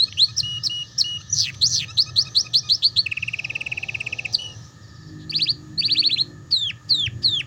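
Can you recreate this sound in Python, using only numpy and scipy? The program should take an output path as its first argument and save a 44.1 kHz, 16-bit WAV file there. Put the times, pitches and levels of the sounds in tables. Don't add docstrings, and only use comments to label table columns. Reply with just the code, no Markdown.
import sys
import numpy as np
from scipy import signal
from scipy.fft import rfft, irfft
from scipy.io import wavfile
from scipy.ndimage import uniform_filter1d, minimum_filter1d, map_coordinates

SR = 44100
rng = np.random.default_rng(int(sys.argv[2]) if len(sys.argv) > 2 else 0)


def digitize_waveform(pressure):
    field = np.atleast_2d(pressure).T
    bounded = np.clip(field, -1, 1)
    quanta = np.round(bounded * 32767).astype(np.int16)
    wavfile.write(sys.argv[1], SR, quanta)


N = 328986
T = np.arange(N) / SR


def amp(db):
    return 10 ** (np.asarray(db) / 20)


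def unit(x):
    return x / np.sqrt(np.mean(x ** 2))


def ebb(x, span):
    return np.clip(1 - x / span, 0, 1)


def follow(rows, t):
    at, *columns = np.transpose(rows)
    return [np.interp(t, at, column) for column in columns]


def wander(rate_hz, t=T):
    knots = rng.standard_normal(int((t[-1] - t[0]) * rate_hz) + 3)
    return map_coordinates(knots, [(t - t[0]) * rate_hz], order=3, mode="nearest")


def turn(hz):
    return 2 * np.pi * np.cumsum(hz) / SR


def colour(x, points):
    hz, db = np.transpose(points)
    f = np.maximum(np.fft.rfftfreq(2 * N, 1 / SR), 1)
    gain = amp(np.interp(np.log(f), np.log(hz), db))
    return irfft(rfft(x, 2 * N) * gain)[:N]


def hiss(count, hz, width_hz):
    edges = [max(hz - width_hz / 2, 20), hz + width_hz / 2]
    band = signal.butter(2, edges, "band", fs=SR, output="sos")
    return unit(signal.sosfilt(band, rng.standard_normal(count)))


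def add(track, start_s, sound):
    i = int(round(start_s * SR))
    sound = sound[..., max(-i, 0):N - i]
    track[..., max(i, 0):max(i, 0) + sound.shape[-1]] += sound


def syrinx(t, hz, db, rasp, flutter_hz, overtones, flicker_db, hiss_db):
    swing, jitter = .11, .068
    shape = .65
    flutter = turn(flutter_hz * (1 + .14 * wander(150, t)))
    hz = hz * (1 + rasp * (-swing * np.cos(flutter + 1.6) + jitter * wander(1300, t)))
    shut = (.5 - .5 * np.cos(flutter)) ** shape
    pulses = (1 - np.clip(rasp, 0, 1) * shut) * amp(2 * rasp * wander(500, t))
    edges = np.clip(np.minimum(t - t[0], t[-1] - t) / .0012, 0, 1)
    phase = turn(hz)
    partials = []
    for multiple, level_db in overtones:
        audible = multiple * hz < SR / 2
        partials.append(amp(level_db) * np.sin(multiple * phase) * audible)
    upper = sum(partial * amp(flicker_db * wander(130, t)) for partial in partials[1:])
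    air = amp(hiss_db) * rasp * rng.standard_normal(len(t))
    return np.array([partials[0], upper + air]) * amp(db) * pulses * edges


def notes(table, pitch_hz, attack, release, sag_db, rasp, clears=.78, grain=.09, flutter_hz=240, slows=0,
          waver=.002, shimmer_db=1.2, flicker_db=5.0, bright_db=0, hiss_db=-28, overtones=None, ratio=1):
    # multiple, level_db
    voice_overtones = [(1, 0), (2, -31.5), (3, -38.5), (4, -44.5)]
    depth_db = 17
    out = np.zeros((2, N))
    for start_s, length_s, note_db, reach in table:
        t = np.arange(int(length_s * SR)) / SR
        u = t / length_s
        hz = ratio * follow(pitch_hz, u)[0] * (1 + (reach - 1) * u) * (1 + waver * wander(250, t))
        swell_db = -depth_db * (ebb(u, attack) + ebb(1 - u, release))
        db = note_db - sag_db * u + swell_db + shimmer_db * wander(220, t)
        rough = grain + (rasp - grain) * ebb(u ** 2, clears ** 2)
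        slowing_hz = flutter_hz * (1 - slows * u)
        add(out, start_s, syrinx(t, hz, db, rough, slowing_hz, overtones or voice_overtones, flicker_db, hiss_db))
    return out * amp([[0], [bright_db]])


def canary():
    # pitch_hz path (share of length, Hz), attack and release (shares), sag_db
    slur = dict(pitch_hz=[(0, 2720), (.24, 3100), (.52, 3880), (.8, 4240), (1, 4400)],
            attack=.36, release=.035, sag_db=6, rasp=.45, clears=.3, grain=.06)
    chip = dict(pitch_hz=[(0, 4800), (.17, 5550), (.38, 5546), (.58, 5420), (1, 3844)],
            attack=0.13, release=0.11, sag_db=-4, rasp=0.22, clears=0.47, grain=0.18, flutter_hz=191, waver=.008, shimmer_db=3.5, hiss_db=-14, bright_db=0.5)
    whistle = dict(pitch_hz=[(0, 2812), (.12, 2905), (.6, 2926), (1, 2895)],
               attack=0.029, release=0.037, sag_db=0.5, rasp=0, grain=0.025, waver=0.0029, shimmer_db=-0.3, flicker_db=0, bright_db=0.5)
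    squeak = dict(pitch_hz=[(0, 5640), (.6, 6210), (1, 6330)],
              attack=.08, release=.1, sag_db=2.5, rasp=0.16, grain=0.15, flutter_hz=165, bright_db=-0.5)
    buzz = dict(pitch_hz=[(0, 6410), (.3, 5630), (.55, 4740), (.77, 2950), (1, 2364)],
            attack=0.35, release=0.039, sag_db=18, rasp=.9, grain=0.77, flutter_hz=192.6, slows=0.35, hiss_db=-25.5, bright_db=-0.5)
    sweep = dict(pitch_hz=[(0, 3700), (.17, 3666), (.5, 4430), (1, 5790)],
             attack=0.17, release=0.016, sag_db=5.5, rasp=0.82, clears=0.39, grain=0.1, flutter_hz=240.8, hiss_db=-25.5, bright_db=0)
    hook = dict(pitch_hz=[(0, 3180), (.28, 3780), (.64, 4400), (1, 4660)],
            attack=0.13, release=0.34, sag_db=3, rasp=0.81, clears=0.54, flutter_hz=234.7, bright_db=-2.5)
    tick = dict(pitch_hz=[(0, 3000), (.35, 2790), (.75, 2460), (1, 1950)],
            attack=.4, release=.22, sag_db=-2, waver=.007, rasp=.5, clears=.4, grain=.13, hiss_db=-25, bright_db=-2)
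    chirp = dict(pitch_hz=[(0, 5260), (.38, 5260), (.78, 4560), (1, 3390)],
             attack=0.71, release=0.18, sag_db=-10.5, rasp=0.97, clears=.6, flutter_hz=186, hiss_db=-15)
    coo = dict(pitch_hz=[(0, 2880), (.2, 3002), (.85, 3000), (1, 2850)],
           attack=0.045, release=0.24, sag_db=7, rasp=0.17, waver=0.0012, shimmer_db=3.5, flicker_db=4, bright_db=6)
    pickup = dict(pitch_hz=[(0, 4070), (.55, 4615), (1, 4800)],
              attack=0.067, release=0.059, sag_db=-11.5, rasp=0, bright_db=2.5)
    roll = dict(pitch_hz=[(0, 3150), (.14, 2220), (.44, 3600), (.7, 4320), (.92, 4670), (1, 4620)],
            attack=.44, release=.035, sag_db=1, bright_db=-4, rasp=.5, clears=.22, grain=.075, shimmer_db=1.1)
    fall = dict(pitch_hz=[(0, 4980), (.14, 4320), (.32, 3830), (.6, 3540), (.86, 3150), (.93, 2680),
            (1, 1500)],
            attack=.09, release=.05, sag_db=5, bright_db=-3, rasp=.25, clears=.1, grain=.055, shimmer_db=1.0)
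    # start_s, length_s, level_db, reach (factor on the pitch by the end of the note)
    slurs = [(-0.043, 0.088, -4.5, .985), (0.172, 0.079, -2, 1.005)]
    chips = [(0.365, 0.045, -11.5, .995), (0.633, 0.045, -11, 0.95), (0.978, 0.043, -10, 0.97)]
    whistles = [(0.429, 0.16, -17, 0.99), (0.695, 0.14, -16.5, 0.99), (1.039, 0.14, -17, 0.99)]
    squeaks = [(1.297, 0.032, -24, 1.13), (1.326, 0.019, -8, 0.96), (1.66, .028, -10, 1.08)]
    buzzes = [(1.338, .172, -1, .96), (1.69, .163, -0.5, 1.047)]
    sweeps = [(1.61, 0.064, -4, 1), (1.969, 0.058, -4, 0.93), (2.157, 0.07, -5, .99),
              (2.346, 0.068, -4.5, 1), (2.532, 0.065, -4, .99), (2.687, 0.069, -4.5, 0.95)]
    hooks = [(2.82, 0.072, -5.5, 1.05), (2.959, 0.057, -5.5, .985)]
    chirps = [(4.323, 0.034, -14, 0.99)]
    coos = [(4.38, 0.17, -23.5, 0.95)]
    pickups = [(5.295, 0.018, -24.5, 1), (5.776, 0.034, -20, 0.97)]
    rolls = [(5.317, 0.071, -12, 1.07), (5.384, 0.068, -10, 1.06), (5.454, 0.065, -10, 1.02),
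             (5.808, 0.071, -11, 1.026), (5.878, 0.065, -9, 1.013), (5.944, 0.07, -8.5, 0.98),
             (6.016, 0.065, -8.5, .955), (6.088, 0.062, -8.5, 0.88), (6.158, 0.064, -10, 0.91)]
    falls = [(6.507, 0.21, -10, 0.99), (6.891, 0.19, -8.5, 0.99), (7.23, 0.19, -9, 0.98)]
    # pitch_hz, level_db
    carry = [(1700, -7.5), (2250, -10.5), (2600, -5), (3050, -10), (3480, -5), (3690, -12), (3860, -6),
             (4400, -0.5), (4920, -8.5), (5300, -5), (5530, -11.5), (5760, 0), (6400, -10.5)]
    # pitch_hz, level_db
    treble = [(2000, -12), (5800, 4), (7500, 0), (9000, -6.5), (10500, -17), (11600, -18), (12800, -19),
              (14000, -11.5), (15300, -4)]
    song = [(slurs, slur), (chips, chip), (whistles, whistle), (squeaks, squeak), (buzzes, buzz),
            (sweeps, sweep), (hooks, hook), (trill(), tick), (chirps, chirp), (coos, coo),
            (pickups, pickup), (rolls, roll), (falls, fall)]
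    first_side = sum(notes(table, **gesture) for table, gesture in song)
    second_side = amp(-8) * notes(buzzes, ratio=.77, **buzz)
    tone, upper = first_side + second_side
    return colour(tone, carry) + colour(upper, treble) + beeps() + puffs()


def street():
    # pitch_hz, level_db
    traffic_colour = [(15, -42), (25, -22), (38, -26), (92, 3.5), (113, 7.5), (190, -6.5), (252, -27),
                      (310, -24), (432, -35.5), (575, -32.5), (684, -43), (1100, -66.5), (1430, -61),
                      (2420, -120)]
    # pitch_hz, level_db
    air_colour = [(500, -7), (900, 3), (1500, -3.5), (2200, -6.5), (4000, -3.5), (7000, -3), (9000, -21.5),
                  (15000, -21.5)]
    # centre_hz, width_hz, level_db
    drones = [(1248, 94, -60.5), (1761, 146, -58.5)]
    # peak_s, half_length_s, rise_db
    swells = [(0.401, 0.23, 4), (1.552, 0.36, 5.6), (7.181, .2, 8.2)]
    swell_db = sum(db * np.exp(-((T - at) / half) ** 2) for at, half, db in swells)
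    rumble = colour(colour(rng.standard_normal(N), traffic_colour), [(170, 0), (400, -40)])
    murmur = colour(colour(rng.standard_normal(N), traffic_colour), [(120, -40), (260, 0)])
    air = colour(rng.standard_normal(N), air_colour)
    out = unit(rumble) * amp(-43 + swell_db + 2 * wander(11))
    out += unit(murmur) * amp(-56 + 2 * wander(16))
    out += unit(air) * amp(-60 + 1.4 * wander(8))
    for hz, width_hz, db in drones:
        out += hiss(N, hz, width_hz) * amp(db + 2 * wander(6.6))
    return out


def chorus():
    # time_s, level_db
    levels = [(0, -47.5), (2.4, -55), (4.3, -48.5), (4.8, -60.5), (7.46, -74.5)]
    # pitch_hz, level_db
    spectrum = [(2000, -31), (3200, 4), (4000, 10.5), (5500, 4), (6300, 6.5), (7200, -12), (9000, -34.5)]
    streaks = np.zeros(N)
    for hz in np.geomspace(2800, 7600, 30):
        tone = np.sin(turn(hz * (1 + .01 * wander(90))))
        streaks += tone * amp(3.5 * wander(33))
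    level_db, = follow(levels, T)
    return unit(colour(streaks, spectrum)) * amp(level_db)


def far_birds():
    # start_s, end_s, rate_hz (notes per s), first_hz, last_hz, level_db
    far_trills = [(0.063, 1, 7.6, 4655, 6140, -47.5), (1.016, 2.7, 8.05, 5580, 6350, -44.5),
                  (3.175, 4.3, 17, 4530, 6160, -48), (4.416, 4.705, 10.3, 4790, 6400, -47),
                  (4.811, 5.12, 16, 5920, 4330, -50.5)]
    duty = .65
    out = np.zeros(N)
    for start_s, end_s, rate_hz, first_hz, last_hz, db in far_trills:
        glide = [(0, first_hz), (.7, first_hz + (last_hz - first_hz) * .77), (1, last_hz)]
        rows = [(s, duty / rate_hz, db, 1) for s in np.arange(start_s, end_s, 1 / rate_hz)]
        out += notes(rows, glide, attack=.2, release=.12, sag_db=0, rasp=.25, grain=.12, shimmer_db=2.5)[0]
    return out


def beeps():
    # start_s, length_s, level_db, reach (factor on the pitch by the end)
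    beep_rows = [(0.066, 0.03, -54, 1), (0.283, 0.031, -49.5, 1), (1.202, 0.018, -54, 1.15),
                 (1.88, 0.046, -48, 1.05), (2.06, 0.051, -48, 1.01), (2.25, 0.043, -50, 1),
                 (2.442, 0.037, -51, 0.98), (2.63, 0.066, -53, 0.94)]
    # pitch_hz path (share of length, Hz), attack, release (shares), sag_db, rasp, grain (0-1)
    beep = dict(pitch_hz=[(0, 1223), (.7, 1292), (1, 1205)],
            attack=0.067, release=0.24, sag_db=-3, rasp=.05, grain=0.16)
    # multiple, level_db
    beep_overtones = [(1, 2.5), (2, 4), (3, 6), (4, 5.5), (5, -5), (6, -15), (7, -24), (8, -37.5)]
    return notes(beep_rows, overtones=beep_overtones, **beep).sum(axis=0)


def puffs():
    # start_s, length_s, centre_hz, width_hz, level_db
    puff_rows = [(0.1243, 0.005, 2850, 690, -26.5), (1.537, 0.019, 3670, 2980, -40),
                 (5.163, 0.11, 3980, 1100, -52), (6.502, 0.028, 4400, 2520, -40),
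                 (6.878, 0.039, 4620, 2520, -44), (7.215, 0.03, 4280, 2444, -41)]
    out = np.zeros(N)
    for start_s, length_s, hz, width_hz, db in puff_rows:
        count = int(length_s * SR)
        add(out, start_s, hiss(count, hz, width_hz) * np.hanning(count) * amp(db))
    return out


def engine(passes, spectrum, rough, noise_db):
    fade_s = .24
    path = []
    gain = np.zeros(N)
    for start_s, end_s, first_hz, last_hz, db in passes:
        path += [(start_s, first_hz), (end_s, last_hz)]
        gain += amp(db) * (1 - ebb(np.minimum(T - start_s, end_s - T), fade_s))
    hz, = follow(path, T)
    phase = turn(hz * (1 + .00648 * wander(7.2)))
    stack = np.zeros(N)
    for k in range(1, 17):
        offset = .87 * wander(11) + rng.uniform(0, 2 * np.pi)
        stack += (1 + rough * wander(7)) * np.sin(k * phase + offset)
    exhaust = colour(rng.standard_normal(N), [(900, 5.5), (3000, -47.5)])
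    sound = unit(colour(stack, spectrum)) + amp(noise_db) * unit(colour(exhaust, spectrum))
    return unit(sound) * gain


def motorbike():
    # start_s, end_s, first_hz, last_hz (firing rates), level_db
    passes = [(1.6, 2.95, 61.5, 61.23, -57.5), (3.25, 4.7, 69.87, 73.86, -49.5)]
    # pitch_hz, level_db
    spectrum = [(200, -2), (330, -1), (550, -3.5), (850, -4), (1100, -17), (1500, -32.5)]
    return engine(passes, spectrum, rough=.7, noise_db=-1)


def trill():
    gap_s, slowing_s_per_tick, tiring_db_per_s = .0547, .00089, 1.35
    count, steady_count = 22, 12
    k = np.arange(count)
    since_s = k * gap_s + slowing_s_per_tick * np.cumsum(np.maximum(k - steady_count, 0))
    scatter = rng.standard_normal((count, 2)) * [.6, .011]
    return [(3.057 + s, .0185, -12 - tiring_db_per_s * s + db, 1 + bend)
            for s, (db, bend) in zip(since_s, scatter)]


def whine():
    since_s = T - 4.4
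    hz = (6830 - 20 * since_s) * (1 + .0017 * wander(91))
    return np.sin(turn(hz)) * amp(-63.5 + wander(3.3)) * (1 - ebb(since_s, .28))


def hum():
    # start_s, end_s, first_hz, last_hz (firing rates), level_db
    passes = [(4.9, 6.6, 52.43, 50.39, -42), (6.8, 7.5, 49.3, 49.1, -42)]
    # pitch_hz, level_db
    spectrum = [(100, -15.5), (160, 1), (220, -9.5), (270, -8.5), (308, -1.5), (370, -9), (450, -27),
                (600, -31.5), (900, -33.5)]
    return engine(passes, spectrum, rough=.5, noise_db=-10)


def terrace(x, wet_db, t60_s):
    # delay_s, level_db
    cage = [(.0013, -66.5), (.0031, -12.5), (.0068, -20.5), (0.0113, -20.5), (0.0178, -28)]
    t = T[:SR // 2]
    tail = rng.standard_normal(len(t)) * amp(-60 * t / t60_s) * np.clip((t - .004) / .0045, 0, 1)
    response = amp(wet_db) * tail / np.sqrt(np.sum(tail ** 2))
    response[0] = 1
    for delay_s, db in cage:
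        response[int(delay_s * SR)] += amp(db)
    return signal.fftconvolve(x, response)[:N]


def scene():
    near = terrace(canary(), wet_db=-19, t60_s=.23)
    far = amp(-2.5) * terrace(far_birds(), wet_db=1, t60_s=.35)
    traffic = street() + motorbike() + hum()
    return (near + far + chorus() + whine() + traffic)[None]


def record(dry):
    ceiling, top_hz = .49, 15900
    size = int(.003 * SR)
    gain = np.minimum(1, ceiling / (np.abs(dry) + 1e-9))
    gain = uniform_filter1d(minimum_filter1d(gain, size), size)
    low_pass = signal.ellip(10, .2, 80, top_hz, fs=SR, output="sos")
    return signal.sosfilt(low_pass, dry * gain)


dry = scene()
out = record(dry)
digitize_waveform(out)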